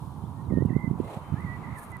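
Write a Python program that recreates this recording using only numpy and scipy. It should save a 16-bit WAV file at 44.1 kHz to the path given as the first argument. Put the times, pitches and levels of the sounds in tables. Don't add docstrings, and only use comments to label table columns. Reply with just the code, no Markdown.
import sys
import numpy as np
from scipy import signal
from scipy.fft import rfft, irfft, next_fast_len
from scipy.io import wavfile
from scipy.ndimage import map_coordinates

SR = 44100
rng = np.random.default_rng(int(sys.argv[2]) if len(sys.argv) > 2 else 0)


def to_wav(s):
    ch = np.atleast_2d(s).T
    pcm = np.round(np.clip(ch, -1, 1) * 32767)
    wavfile.write(sys.argv[1], SR, pcm.astype(np.int16))


N = 88200

# f/Hz, correlation (-1 to 1)
OPEN_AIR = [(100, 1), (850, 0.8), (1400, 0.26), (2000, 0.37), (3300, -0.44), (6000, 0.33), (10000, 0.31)]


def amp(db):
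    return 10 ** (np.asarray(db) / 20)


def unit(x):
    return x / np.sqrt(np.mean(x ** 2) + 1e-20)


def clock():
    return np.arange(N) / SR


def along(points, hz):
    f, value = np.transpose(points)
    return np.interp(np.log(hz + 1), np.log(f + 1), value)


def curves(rows):
    s, *columns = np.transpose(rows)
    return [np.interp(clock(), s, column) for column in columns]


def wobble(rate):
    knots = rng.standard_normal(4096)
    return map_coordinates(knots, [clock() * rate + 2], mode="wrap")


def gate(start, end, edge):
    opening = 1 + np.tanh(2 * (clock() - start) / edge)
    closing = 1 + np.tanh(2 * (end - clock()) / edge)
    return opening * closing / 4


def filtered(x, response):
    m = next_fast_len(N + SR // 2)
    hz = np.fft.rfftfreq(m, 1 / SR)
    return irfft(rfft(x, m) * response(hz), m)[..., :N]


def rush(spectrum, alike, left_db):
    def mid_side(hz):
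        turn = np.arccos(np.clip(along(alike, hz), -1, 1)) / 2
        return amp(along(spectrum, hz)) * [np.cos(turn), np.sin(turn)]

    mid, side = filtered(rng.standard_normal((2, N)), mid_side)
    return np.array([amp(left_db) * unit(mid + side), unit(mid - side)])


def shore(x):
    # f/Hz, time to fall 60 dB/s
    echo_decay = [(500, 0.66), (2000, 0.8), (8000, 0.097)]
    noise = rng.standard_normal((2, SR // 2))
    hz, t, z = signal.stft(noise, SR, nperseg=256)
    fall_db = -60 * t / along(echo_decay, hz)[:, None]
    tail = signal.istft(z * amp(fall_db), SR, nperseg=256)[1]
    tail = tail / np.linalg.norm(tail[0])
    return signal.fftconvolve(x[None], tail, axes=1)[:, :N]


def whistler():
    # t/s, f/Hz, level/dB
    call_shapes = [
        [(.365, 1820, -71), (.4, 1860, -60), (.418, 1880, -64)],
        [(.499, 2130, -53), (.507, 2040, -52.5), (.513, 1890, -59), (.525, 1877, -54), (.565, 1840, -48),
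         (.595, 1827, -49), (.62, 1950, -49), (.626, 1930, -53)],
        [(.694, 2120, -47), (.702, 1863, -46.5), (.722, 1806, -47.5), (.739, 1950, -45), (.776, 2040, -44),
         (.81, 2037, -43), (.842, 2069, -43.5), (.866, 2027, -41), (.885, 2050, -48)],
        [(1.35, 1621, -61), (1.379, 1740, -45.5), (1.404, 1960, -46.5), (1.424, 2007, -46),
         (1.446, 2047, -45.5), (1.468, 1958, -43), (1.49, 1927, -42.5), (1.525, 1963, -41), (1.558, 1960, -43),
         (1.57, 1985, -49)],
        [(1.636, 2100, -45), (1.646, 1994, -45.5), (1.66, 1908, -46), (1.69, 1960, -47), (1.73, 2010, -48.5),
         (1.762, 2008, -43), (1.775, 1775, -47), (1.797, 1700, -45), (1.803, 1706, -65), (1.835, 1700, -47)],
        [(1.919, 2040, -46.5), (1.945, 1995, -41.5), (1.962, 2007, -43.5), (1.969, 1890, -46)],
    ]
    # first note t/s, last note t/s, rate/Hz, swing/Hz, lag of pitch behind loudness/rad,
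    # dip between notes/dB, share of swing and dip lost by the last note (0-1)
    trills = [(0.7005, 0.838, 52.6, 84, 0.11, 24, 0.65), (1.383, 1.463, 47.5, 60.3, 0.35, 21, 0.092),
              (1.654, 1.762, 57, 125, 1.16, 23, 0.045)]
    call_edge_s, trill_fade_s = 0.0074, 0.006
    jitter_hz, shimmer_db = 7, .5
    left_db, echo_db = -26, -21

    bend_hz = jitter_hz * wobble(150)
    level_change_db = shimmer_db * wobble(90)
    for first, last, rate, swing_hz, lag, depth_db, fusing in trills:
        turn = 2 * np.pi * rate * (clock() - first)
        progress = (clock() - first) / (last - first)
        on = gate(first, last, trill_fade_s) * (1 - fusing * progress)
        bend_hz = bend_hz + on * swing_hz * np.cos(turn - lag)
        level_change_db = level_change_db - on * depth_db * np.sin(turn / 2) ** 6

    voice = np.zeros(N)
    for call in call_shapes:
        hz, db = curves(call)
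        tone = np.sqrt(2) * np.sin(2 * np.pi * np.cumsum(hz + bend_hz) / SR)
        voice += gate(call[0][0], call[-1][0], call_edge_s) * amp(db + level_change_db) * tone
    direct = np.array([amp(left_db) * voice, voice])
    return direct + amp(echo_db) * shore(voice) * amp([[-8], [0]])


def songbirds():
    # t/s, length/s, start f/Hz, end f/Hz, level before stereo placing/dB, roughness (0-1)
    twitters = [(.222, .022, 3020, 3080, -75, .4), (.241, .03, 3080, 3850, -73, .5),
                (.268, .022, 4000, 3620, -75, .5), (.357, .014, 4400, 3800, -72, .2),
                (.446, .016, 4050, 3700, -70.5, .2), (.536, .013, 4150, 3750, -70, .2),
                (.629, .013, 4150, 3800, -72, .2), (.554, .09, 3170, 2950, -77, .4),
                (.645, .04, 3300, 2750, -74, .6), (.645, .115, 2810, 2600, -75.5, .9),
                (.782, .018, 2850, 3500, -73.5, .2), (.884, .016, 2820, 3400, -74.5, .3),
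                (1.037, .075, 2063, 2110, -62, .3), (1.15, .12, 2248, 2224, -68, .1),
                (1.2, .19, 3096, 3045, -69.5, .1)]
    echo_db = -9
    waver_hz, flutter_db = 45 * wobble(200), 3 * wobble(110)
    song = np.zeros(N)
    for s, length, start_hz, end_hz, db, rough in twitters:
        u = np.clip((clock() - s) / length, 0, 1)
        hz = start_hz + (end_hz - start_hz) * u + rough * waver_hz
        swell = np.sqrt(abs(np.sin(np.pi * u)))
        song += amp(db + rough * flutter_db) * swell * np.sin(2 * np.pi * np.cumsum(hz) / SR)
    return song * amp([[3], [-1]]) + amp(echo_db) * shore(song)


def thumps():
    # t/s, level before the tone curve/dB, nominal f/Hz, left port against right/dB, core against body/dB
    eddies = [(.24, -26.5, 162, -11, -9), (.51, -19, 176, -11, -2.5), (.524, -19.5, 400, -18, -15),
              (.528, -13.5, 142, -15, -16), (.536, -23, 430, -18, -14), (.54, -12, 202, -17, -13.5),
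              (.558, -22.5, 203, -17, -19.5), (.575, -12.5, 199, -17.5, -2), (.585, -18, 253, -16, -2.5),
              (0.608, -18, 160, -17, -7), (.624, -13, 280, -22, -10), (.63, -19.5, 139, -13, -21),
              (.652, -17.5, 209, -17, -1.5), (0.659, -11.5, 156.7, -13.5, -33), (.707, -15, 236, -19, -15),
              (.714, -22, 140, -16, -18), (.732, -21, 240, -25, -22), (.756, -18.5, 140, -12.5, -15),
              (.766, -11.5, 178.5, -15, -2), (0.845, -16, 143, -14, -10), (.879, -14, 192, -14.5, -14),
              (0.913, -15.5, 138, -17, -2), (.936, -22.5, 214, -18, -20), (0.959, -23.5, 162, -24, -22),
              (1.003, -13, 287, -20.5, -18), (1.012, -24.5, 157, -25, -12), (1.173, -23, 163, -10, -28),
              (1.326, -19, 122, -13.5, -6), (1.342, -16, 146, -13.5, -10), (1.45, -19.5, 140, -7.5, -22),
              (1.691, -32, 153, -8, -19), (1.731, -27, 124, -11, -29)]
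    # f/Hz, level/dB
    thump_tone = [(20, -15.5), (70, 3), (600, 0), (1200, -15), (2500, -36)]
    body_cycles, core_cycles = 0.5, 0.31
    pitch_spread, sag, core_pitch = 0.21, 0.18, 1.98
    core_left_db = -17

    out = np.zeros((2, N))
    chances = rng.random((len(eddies), 2))
    for (s, db, hz, left_db, core_db), (pitch_chance, phase) in zip(eddies, chances):
        cycles = np.clip((clock() - s) * hz, -4, 4)
        turns = cycles * (1 + pitch_spread * (pitch_chance - .5)) - sag * cycles ** 2
        body = np.exp(-(cycles / body_cycles) ** 2 / 2) * np.sin(2 * np.pi * (turns + phase))
        core = np.exp(-abs(cycles) / core_cycles) * np.sin(2 * np.pi * (turns * core_pitch + phase))
        stereo_core = amp(core_db) * amp([[core_left_db], [0]]) * core
        out += amp([[db + left_db], [db]]) * (body + stereo_core)
    return filtered(out, lambda hz: amp(along(thump_tone, hz)))


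def wind():
    # t/s, level/dB
    wind_level = [(0, -38), (.38, -34.5), (.47, -30.5), (.53, -22.5), (.64, -29), (.69, -28.5), (.82, -33),
                  (.89, -30.5), (1.06, -30.5), (1.1, -48.5), (1.29, -39.5), (1.42, -33), (1.53, -33),
                  (1.6, -36.5), (1.66, -35.5), (1.73, -36.5), (1.78, -43.5), (1.92, -38.5), (2, -44)]
    # f/Hz, relative level per Hz/dB
    rumble_colour = [(20, -48), (40, -18.5), (75, 1), (140, 3.5), (220, -5.5), (350, -14), (600, -30.5),
                     (1500, -45.5), (4000, -110)]
    # f/Hz, correlation (-1 to 1)
    wind_alike = [(100, 1), (500, 0.69)]
    db, = curves(wind_level)
    lumps_db = 1.5 * wobble(44.43)
    return amp(db + lumps_db) * rush(rumble_colour, wind_alike, left_db=-11)


def reeds():
    # t/s, level before grain/dB, rise/s, fall/s
    brushes = [(0.657, -52.5, 0.00083, 0.0012), (.807, -63, 0.0011, .002), (1.407, -63, .002, 0.0048),
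               (1.791, -51.5, 0.017, 0.017), (1.833, -53, 0.0087, 0.02), (1.909, -63, 0.016, 0.011),
               (1.919, -50.5, 0.00079, 0.00077), (1.969, -49.5, 0.0005, 0.00053)]
    # f/Hz, relative level per Hz/dB
    reed_colour = [(1500, -28), (4000, -13), (7700, -6.5), (8600, 3.5), (11000, 4.5), (13000, -6),
                   (15500, -8.5)]
    # f/Hz, correlation (-1 to 1)
    reed_alike = [(4000, 0.24), (9000, 0.68)]
    stroke = np.zeros(N)
    for s, db, rise, fall in brushes:
        away = np.maximum((s - clock()) / rise, (clock() - s) / fall)
        stroke += amp(db) * np.exp(-away)
    grain_db = 2.5 * wobble(900)
    return stroke * amp(grain_db) * rush(reed_colour, reed_alike, left_db=0.0)


def water():
    # t/s, level/dB
    ripple_level, wash_level = [(0, -69), (.94, -60.5), (1.01, -72), (1.25, -51.5), (1.5, -49.5),
                                (1.8, -48), (2, -51.5)], [(.95, -62), (1, -48.5), (1.07, -45.5), (1.12, -39),
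                                                      (1.16, -43.5), (1.19, -47.5), (1.25, -56.5),
                                                      (1.33, -72)]
    # f/Hz, relative level per Hz/dB
    ripple_colour, wash_colour = [(200, 0.5), (450, -4), (700, -3.5), (1200, 3), (1600, -9.5), (2200, -9),
                                  (3000, -20.5), (4200, -24.5), (5200, -37), (8000, -32), (15000, -54)], [(100, -26), (300, 2), (550, 2), (900, -2.5), (1500, -16),
                                                   (2600, -17), (4200, -23.5), (5200, -35), (7500, -28.5),
                                                   (9800, -26.5), (12000, -31), (15000, -46)]
    ripple_db, = curves(ripple_level)
    wash_db, = curves(wash_level)
    ripples = amp(ripple_db + 0.28 * wobble(40.3)) * rush(ripple_colour, OPEN_AIR, left_db=1.5)
    wash = amp(wash_db + 1.86 * wobble(120)) * rush(wash_colour, OPEN_AIR, left_db=-3.0)
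    return ripples + wash


def distance():
    # t/s, level/dB
    roar_level, air_level = [(0, -49), (.5, -48), (1, -46.5), (1.4, -47), (2, -47.5)], [(0, -61.5), (.15, -64.5), (.55, -67), (.95, -69),
                                                 (1.5, -65), (2, -69.5)]
    # f/Hz, relative level per Hz/dB
    roar_colour, air_colour = [(30, -20), (150, 6), (350, -9), (600, -10.5), (800, 0.5), (970, 4.5),
                               (1200, -4.5), (1500, -16.5), (2000, -32), (3000, -89), (6000, -38)], [(100, 15.5), (2000, -14.5), (3200, 5.5), (5500, -3),
                                             (8000, -3), (9800, 2.5), (12000, -4.5), (15000, -7)]
    roar_db, = curves(roar_level)
    air_db, = curves(air_level)
    roar = amp(roar_db + 0.59 * wobble(11.1)) * rush(roar_colour, OPEN_AIR, left_db=-1.5)
    hiss = amp(air_db) * rush(air_colour, OPEN_AIR, left_db=0.55)
    return roar + hiss


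def scene():
    return whistler() + songbirds() + thumps() + wind() + reeds() + water() + distance()


def record(dry):
    top_hz = 15500
    return filtered(dry, lambda hz: hz < top_hz)


dry = scene()
out = record(dry)
to_wav(out)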